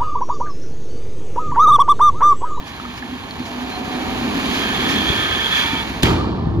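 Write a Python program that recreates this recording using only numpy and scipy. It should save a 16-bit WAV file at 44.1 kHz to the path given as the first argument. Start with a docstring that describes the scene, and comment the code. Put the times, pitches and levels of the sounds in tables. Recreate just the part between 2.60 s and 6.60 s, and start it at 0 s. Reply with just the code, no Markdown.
"""Tipper truck dumping gravel.

Diesel engines rumble in an open yard; one whines up as it gathers speed. The last stones hiss down
the raised steel bed onto the heap; the bed drums, hums and rings more brightly as it empties.
The tailgate squeals on its hinges and slams, and the hollow bed booms and shudders on."""
import sys
import numpy as np
from scipy import signal
from scipy.fft import rfft, irfft
from scipy.io import wavfile
from scipy.ndimage import uniform_filter1d

SR = 44100
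rng = np.random.default_rng(int(sys.argv[2]) if len(sys.argv) > 2 else 0)


def unload_wav(signal):
    """Save mono or channel-first audio to the path in sys.argv[1] as 16-bit WAV at rate SR, clipped to [-1, 1]."""
    wavfile.write(
        sys.argv[1],
        SR,
        np.round(np.clip(np.atleast_2d(signal).T, -1, 1) * 32767).astype(np.int16),
    )


N = 176400
T = np.arange(N) / SR
HZ = np.maximum(np.arange(N // 2 + 1) * SR / N, 1)

ENGINE_LEVEL = [(0, -36.5), (1.2, -36), (1.7, -34), (2.6, -28.5), (2.9, -33.5), (4, -27.5)]  # exhaust rumble: time_s, level_db
ENGINE_SPECTRUM = [(22, -41), (52, -2.5), (95, -4), (140, -6.5), (200, -8.5), (350, -14), (480, -26),
                   (4000, -74)]  # freq_hz, gain_db
CASING_MODES = [(695, -5.5, 0.031), (815, -2.5, 0.033), (922, 0.5, 0.092), (1078, 0.5, 0.021),
                (1770, -5, 0.027)]  # engine casings: freq_hz, gain_db, t60_s
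WHINE_GLIDE = [(.82, 668, -60), (.87, 676, -41), (1.02, 706, -40.5), (1.13, 738, -39), (1.42, 748, -36.5),
               (1.6, 768, -39), (1.85, 790, -52)]  # engine speeding up: time_s, pitch_hz, level_db

HUM_SWELLS = [(0.29, 0.16, -31.5), (0.436, 0.066, -29.5), (0.532, 0.093, -29), (.825, 0.093, -31.5),
              (.99, 0.27, -27.5), (1.218, .05, -27.5), (1.366, 0.14, -25.5), (1.68, 0.47, -28)]  # bed under the slipping load: centre_s, length_s, level_db
LUMP_KNOCKS = [(0.798, -21.5), (1.748, -18.5), (1.963, -20), (3.129, -17), (3.3, -23.5)]  # lumps on the bed: start_s, level_db
LUMP_MODES = [(94.6, -10.5, 0.23), (162.4, -5.5, 0.1), (256, 3, 0.095), (318, -3, 0.073)]  # knocked bed: freq_hz, gain_db, t60_s
STONE_PINGS = [(0.199, -19.5, 1280, 0.025), (.252, -20, 1240, 0.035), (0.425, -21, 1720, 0.035),
               (.709, -19, 4300, 0.013)]  # bouncing stones: start_s, level_db, pitch_hz, t60_s
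SQUEAK_GLIDE = [(1.08, 4140, -80), (1.12, 4170, -42), (1.16, 4220, -33), (1.19, 4200, -80)]  # stone along steel: time_s, base_hz, level_db

SLIDE_LEVEL = [(0, -41.5), (.1, -37), (.75, -36), (1.15, -32.5), (1.55, -28.5), (1.95, -24.5),
               (2.35, -22.5), (2.85, -25), (2.95, -21.5), (2.98, -19), (3.05, -23), (3.2, -27.5),
               (3.38, -31.5), (3.6, -56), (3.75, -54)]  # gravel over steel: time_s, level_db
SLIDE_SPECTRUM = [(500, -18.5), (900, -1.5), (1500, 4), (1780, 5.5), (2030, -1), (2300, 3.5), (2750, 3),
                  (3300, 0.5), (4100, 0), (5000, -7.5), (5500, -13), (6500, -9.5), (7500, -16)]  # freq_hz, gain_db
SLIDE_TREBLE = [(10500, -18.5), (14000, -24)]  # freq_hz, gain_db
SPILL_SWELLS = [(.08, 0.058, -39), (.38, 0.046, -37.5), (.87, .07, -36.5), (1.96, 0.16, -32),
                (2.32, 0.092, -27.5)]  # fine stones skittering: centre_s, length_s, level_db
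SPILL_SPECTRUM = [(900, -17), (2200, 6.5), (6500, -1.5), (13000, -17)]  # freq_hz, gain_db
FLOOR_LEVEL = [(0, -45), (1.5, -51.5), (2.1, -26), (2.6, -21.5), (2.9, -22), (2.99, -16.5), (3.06, -26),
               (3.2, -25.5), (3.35, -58)]  # bared floor ringing: time_s, level_db
STEEL_MODES = [(1257, -4, 0.082), (1594, -3.5, 0.083), (1707, -3, 0.06), (1795, -.5, 0.085),
               (2232, -7.5, 0.11), (2420, -7.5, 0.068), (2570, -9, 0.11), (3170, 0.5, 0.032),
               (3293, 0, 0.055), (3437, 3, 0.038), (6320, -20, 0.025)]  # freq_hz, gain_db, t60_s
HEAP_LEVEL = [(0, -42.5), (.7, -38.5), (1.0, -32.5), (1.35, -29), (1.9, -26), (2.5, -27), (2.9, -31),
              (3.4, -31), (4, -35)]  # gravel landing: time_s, level_db
HEAP_SPECTRUM = [(100, -24), (200, 4.5), (390, 6.5), (520, 0), (850, .5), (1200, -1), (3500, -61)]  # freq_hz, gain_db
PANEL_LEVEL = [(0, -46), (1.2, -36), (1.45, -28), (1.78, -24.5), (2.13, -29), (2.35, -22), (2.66, -39),
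               (3.15, -36), (3.3, -37.5)]  # load drumming on the bed: time_s, level_db
PANEL_MODES = [(205.7, -4, 0.32), (246.2, -2, 0.18), (271.8, -4, 0.17), (320, -7, 0.12)]  # freq_hz, gain_db, t60_s

HINGE_GLIDE = [(2.9, 965, -70), (3.0, 940, -41), (3.07, 918, -35), (3.17, 905, -37), (3.3, 880, -48),
               (3.4, 880, -70)]  # hinge squeal: time_s, base_hz, level_db
HINGE_PARTIALS = [(0.999, 3.5), (2.55, 5)]  # ratio, gain_db
GATE_HITS = [(3.4316, -5, -14.5), (3.459, -22, -18.5), (3.499, -40, -17.5), (3.521, -52, -17)]  # slam, then three weaker rebounds: start_s, crack_db, boom_db
CRACK_SPECTRUM = [(300, -3), (1500, -10), (3600, 13.5), (5700, -8), (7100, 3), (14000, -12)]  # steel on steel: freq_hz, gain_db
BED_MODES = [(63.9, -10.5, 4.5), (86.3, -6, 1.1), (119.6, -6, 0.86), (163, -2.5, 1), (256, -17, 0.36),
             (309.6, -3, 0.29), (388, -6, 0.25)]  # hollow bed: freq_hz, gain_db, t60_s
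THUD_MODES = [(84, -19, 0.26), (320, 2, 0.028)]  # first shove on the bed: freq_hz, level_db, t60_s
RATTLE_BANDS = [(35.7, 134, -21, 0.015, 1.24), (135, 380, -17, 0.023, 2.25), (427, 1430, -22, 0.043, 1.24),
                (1340, 3900, -19, 0.033, 0.44), (2460, 4600, -29, 0.0036, 1.35),
                (4900, 9000, -30, 0.0084, 0.57)]  # gate rattle: low_hz, high_hz, level_db, attack_s, t60_s
GRIT_BANDS = [(9000, 14000, -39, .012, .46)]  # grit off the gate: low_hz, high_hz, level_db, attack_s, t60_s
GATE_RING_MODES = [(921, -5, 0.3), (1195, 0, 0.3), (1295, -6, 0.25), (2360, -14, 0.06)]  # ringing gate: freq_hz, gain_db, t60_s
SHUDDER_LEVEL = [(3.5, -37), (3.75, -33), (3.87, -22), (3.94, -21.5), (4, -13.5)]  # bed shuddering: time_s, level_db
BED_SHUDDER_MODES = [(82.6, 1.5, 1.1), (106.2, -1, 0.36), (162.4, 0, 0.91), (253.4, -10.5, 0.24),
                     (339.4, -6.5, 0.16)]  # freq_hz, gain_db, t60_s

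STEREO_PHASE = [(90, 0), (250, .25), (600, 1.4), (800, -.4), (1400, 2.0), (2250, 1.3), (2800, 3.0),
                (3250, 1.7), (3650, 2.4), (4800, 0), (7000, 1.4), (11000, .3)]  # freq_hz, right_lead_rad
STEREO_COHERENCE = [(200, .88), (700, .55), (1400, .8), (3300, .78), (5300, .3), (12000, .8)]  # freq_hz, coherence
STEREO_BALANCE = [(60, 1), (250, -2), (520, 0.5), (770, -6.5), (1350, 1.5), (1700, -2.5), (2500, -4.5),
                  (3050, -6.5), (3450, -3.5), (4400, -1.5), (6000, -0.5)]  # freq_hz, left_minus_right_db


def from_db(db):
    """Decibels to gain."""
    return 10 ** (np.asarray(db) / 20)


def rms_one(x):
    """Scale to unit rms."""
    return x / np.sqrt(np.mean(x ** 2) + 1e-20)


def level(rows):
    """Gain envelope from time_s, level_db rows."""
    return from_db(np.interp(T, *np.transpose(rows)))


def swells(rows):
    """Gain envelope, one cosine arch per row."""
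    return sum(from_db(db) * np.cos(np.pi * np.clip((T - centre_s) / length_s, -.5, .5))
               for centre_s, length_s, db in rows)


def burst(start_s, attack_s, t60_s):
    """Linear rise, exponential fall."""
    rise = np.clip((T - start_s) / attack_s, 0, 1)
    return rise * from_db(-60 * np.maximum(T - start_s - attack_s, 0) / t60_s)


def at_hz(rows):
    """Interpolate a table over log frequency."""
    hz, value = np.transpose(rows)
    return np.interp(np.log(HZ), np.log(hz), value)


def coloured(x, spectrum):
    """Filter by a spectrum; unit rms."""
    return rms_one(irfft(rfft(x) * from_db(at_hz(spectrum)), N))


def drift(corner_hz):
    """Low-passed noise; unit rms."""
    return rms_one(irfft(rfft(rng.standard_normal(N)) / (1 + (HZ / corner_hz) ** 2), N))


def sine(hz, waver):
    """Unit-rms sine; waver is the relative pitch spread."""
    return np.sqrt(2) * np.sin(2 * np.pi * np.cumsum(hz * (1 + waver * drift(41.7))) / SR)


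def tone(glide, partials, waver, flutter_db):
    """Gliding tone; each ratio, gain_db partial flutters independently."""
    time_s, hz, db = np.transpose(glide)
    base_hz = np.interp(T, time_s, hz)
    wave = sum(from_db(gain_db + flutter_db * drift(44)) * sine(ratio * base_hz, waver)
               for ratio, gain_db in partials)
    return from_db(np.interp(T, time_s, db)) * wave


def ring(x, hz, t60_s):
    """One mode: a unit click starts a decaying unit sine."""
    radius, angle = from_db(-60 / (t60_s * SR)), 2 * np.pi * hz / SR
    return signal.lfilter([0, np.sin(angle)], [1, -2 * radius * np.cos(angle), radius ** 2], x + 1e-18)


def clicks(times_s, db):
    """One impulse at each time."""
    out = np.zeros(N)
    np.add.at(out, np.clip((np.asarray(times_s) * SR).astype(int), 0, N - 1), from_db(db))
    return out


def contacts(per_s, spread_db):
    """Two independent showers of random impacts: direct, scattered."""
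    sizes = from_db(spread_db * np.minimum(rng.exponential(1, (2, N)), 5))
    signs = rng.choice([-1, 1], (2, N))
    return rms_one(sizes * signs * (rng.random((2, N)) < per_s / SR))


def steady(x):
    """Hold the running rms near 1."""
    return x / np.sqrt(uniform_filter1d(x ** 2, 5000, axis=-1) + 1e-12)


def pelted(modes, per_s):
    """Modes kept ringing by a shower of contacts, shifted in time for each."""
    hits = contacts(per_s, spread_db=4)
    return steady(sum(from_db(db) * rms_one(ring(np.roll(hits, 997 * k, axis=-1), hz, t60_s))
                      for k, (hz, db, t60_s) in enumerate(modes)))


def casing_clatter(level_db=-39.5):
    """Engine casings ring under steady small impacts."""
    return from_db(level_db) * pelted(CASING_MODES, per_s=2000)


def engine_rumble(firing_hz=34.34, jitter_cycles=.04, spread_db=7.5, noise_db=2):
    """Uneven diesel firings in low exhaust noise."""
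    timing, strength = rng.standard_normal((200, 2)).T
    times_s = (np.arange(len(timing)) + jitter_cycles * timing) / firing_hz
    inside = times_s < T[-1]
    firings = rms_one(clicks(times_s[inside], spread_db * strength[inside]))
    exhaust = from_db(noise_db) * rng.standard_normal((2, N))
    return level(ENGINE_LEVEL) * coloured(firings + exhaust, ENGINE_SPECTRUM)


def engine_whine():
    """A whine rises as an engine gathers speed."""
    return tone(WHINE_GLIDE, [(1, 0)], waver=.008, flutter_db=2.5)


def bed_hum(pitch_hz=249, flutter_db=2.2):
    """The bed hums in rough swells as the load slips."""
    return swells(HUM_SWELLS) * rms_one(from_db(flutter_db * drift(35)) * sine(pitch_hz, waver=.034))


def stone_squeak():
    """One stone rubs along the steel."""
    return tone(SQUEAK_GLIDE, [(.99, 0)], waver=.0034, flutter_db=2)


def loose_stones():
    """Lumps thud on the bed; single stones ping as they bounce clear."""
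    hits = clicks(*np.transpose(LUMP_KNOCKS))
    thuds = sum((-1) ** k * from_db(db) * ring(hits, hz, t60_s)
                for k, (hz, db, t60_s) in enumerate(LUMP_MODES))
    pings = sum(ring(clicks([start_s], db), hz, t60_s) for start_s, db, hz, t60_s in STONE_PINGS)
    return thuds + pings


def gravel(flutter_db=.7):
    """Stones slide and spill down the bed, ring its floor, drum its panels and land on the heap."""
    flutter = from_db(flutter_db * drift(21))
    scrape = contacts(per_s=5000, spread_db=-.5)
    slide = level(SLIDE_LEVEL) * coloured(scrape, SLIDE_SPECTRUM + SLIDE_TREBLE)
    spills = swells(SPILL_SWELLS) * coloured(contacts(per_s=2100, spread_db=1), SPILL_SPECTRUM)
    floor = level(FLOOR_LEVEL) * pelted(STEEL_MODES, per_s=1500)
    heap = level(HEAP_LEVEL) * coloured(contacts(per_s=1800, spread_db=2.5), HEAP_SPECTRUM)
    panels = level(PANEL_LEVEL) * pelted(PANEL_MODES, per_s=600)
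    return flutter * (slide + floor) + spills + heap + panels


def hinge_squeal():
    """The swinging tailgate rubs on its hinges."""
    return tone(HINGE_GLIDE, HINGE_PARTIALS, waver=.015, flutter_db=2)


def gate_slam(attack_s=.0012, crack_t60_s=.017, clang_db=-13.5, thud_delay_s=.00377):
    """Steel hits steel: each hit cracks, clangs and booms the bed; the first also thuds."""
    hits_s, crack_db, boom_db = np.transpose(GATE_HITS)
    envelope = sum(from_db(db) * burst(start_s, attack_s, crack_t60_s)
                   for start_s, db in zip(hits_s, crack_db))
    out = envelope * coloured(rng.standard_normal((2, N)), CRACK_SPECTRUM)
    boom = sum((-1) ** k * ring(clicks(hits_s, boom_db + db + rng.normal(0, 1, len(hits_s))), hz, t60_s)
               for k, (hz, db, t60_s) in enumerate(BED_MODES))
    clang = sum(ring(clicks(hits_s + attack_s, crack_db + clang_db + db), hz, t60_s)
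                for hz, db, t60_s in STEEL_MODES)
    thud = sum(ring(clicks(hits_s[:1] + thud_delay_s, db), hz, t60_s) for hz, db, t60_s in THUD_MODES)
    out[0] += boom + clang + thud  # direct only
    return out


def gate_rattle(start_s=3.421, ring_db=-25.5):
    """The slammed gate rattles, sprays grit and rings."""
    rattle = np.zeros((2, N))
    for low_hz, high_hz, db, attack_s, t60_s in RATTLE_BANDS + GRIT_BANDS:
        bandpass = signal.butter(3, [low_hz, high_hz], "band", fs=SR, output="sos")
        band = signal.sosfilt(bandpass, contacts(per_s=5400, spread_db=3))
        rattle += from_db(db) * steady(band) * burst(start_s, attack_s, t60_s)
    ring_gain = from_db(ring_db) * burst(start_s, attack_s=.065, t60_s=1.25)
    return rattle + ring_gain * pelted(GATE_RING_MODES, per_s=1100)


def bed_shudder():
    """Low modes of the bed build after the gate's first hit."""
    return level(SHUDDER_LEVEL) * (T > GATE_HITS[0][0]) * pelted(BED_SHUDDER_MODES, per_s=800)


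def stereo(direct, scattered):
    """Direct sound as mid, yard scatter as side; phase and level differ between left and right."""
    coherence = np.clip(at_hz(STEREO_COHERENCE), 0, .99)
    mid = rfft(direct) * np.sqrt((1 + coherence) / 2)
    side = rfft(scattered) * np.sqrt((1 - coherence) / 2)
    pan = np.exp(-.5j * at_hz(STEREO_PHASE)) * from_db(at_hz(STEREO_BALANCE) / 2)
    return irfft(np.array([(mid + side) * pan, (mid - side) / pan]), N)


def scene():
    """Engines, load and tailgate across the yard."""
    unloading = casing_clatter() + gravel() + engine_rumble()
    direct, scattered = unloading + gate_slam() + gate_rattle() + bed_shudder()
    direct += engine_whine() + hinge_squeal() + stone_squeak() + bed_hum() + loose_stones()
    return stereo(direct, scattered)


def record(dry):
    """Narrow treble notch, soft clipping, steep low-pass."""
    notch_hz, width_hz, depth_db = 8423, 570, -31.5
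    ceiling, cutoff_hz = 1.2, 14300
    notch = from_db(depth_db * np.exp(-((HZ - notch_hz) / width_hz) ** 2))
    notched = irfft(rfft(dry) * notch, N)
    lowpass = signal.ellip(10, .2, 80, cutoff_hz, fs=SR, output="sos")
    return signal.sosfilt(lowpass, ceiling * np.tanh(notched / ceiling))


dry = scene()
out = record(dry)
unload_wav(out)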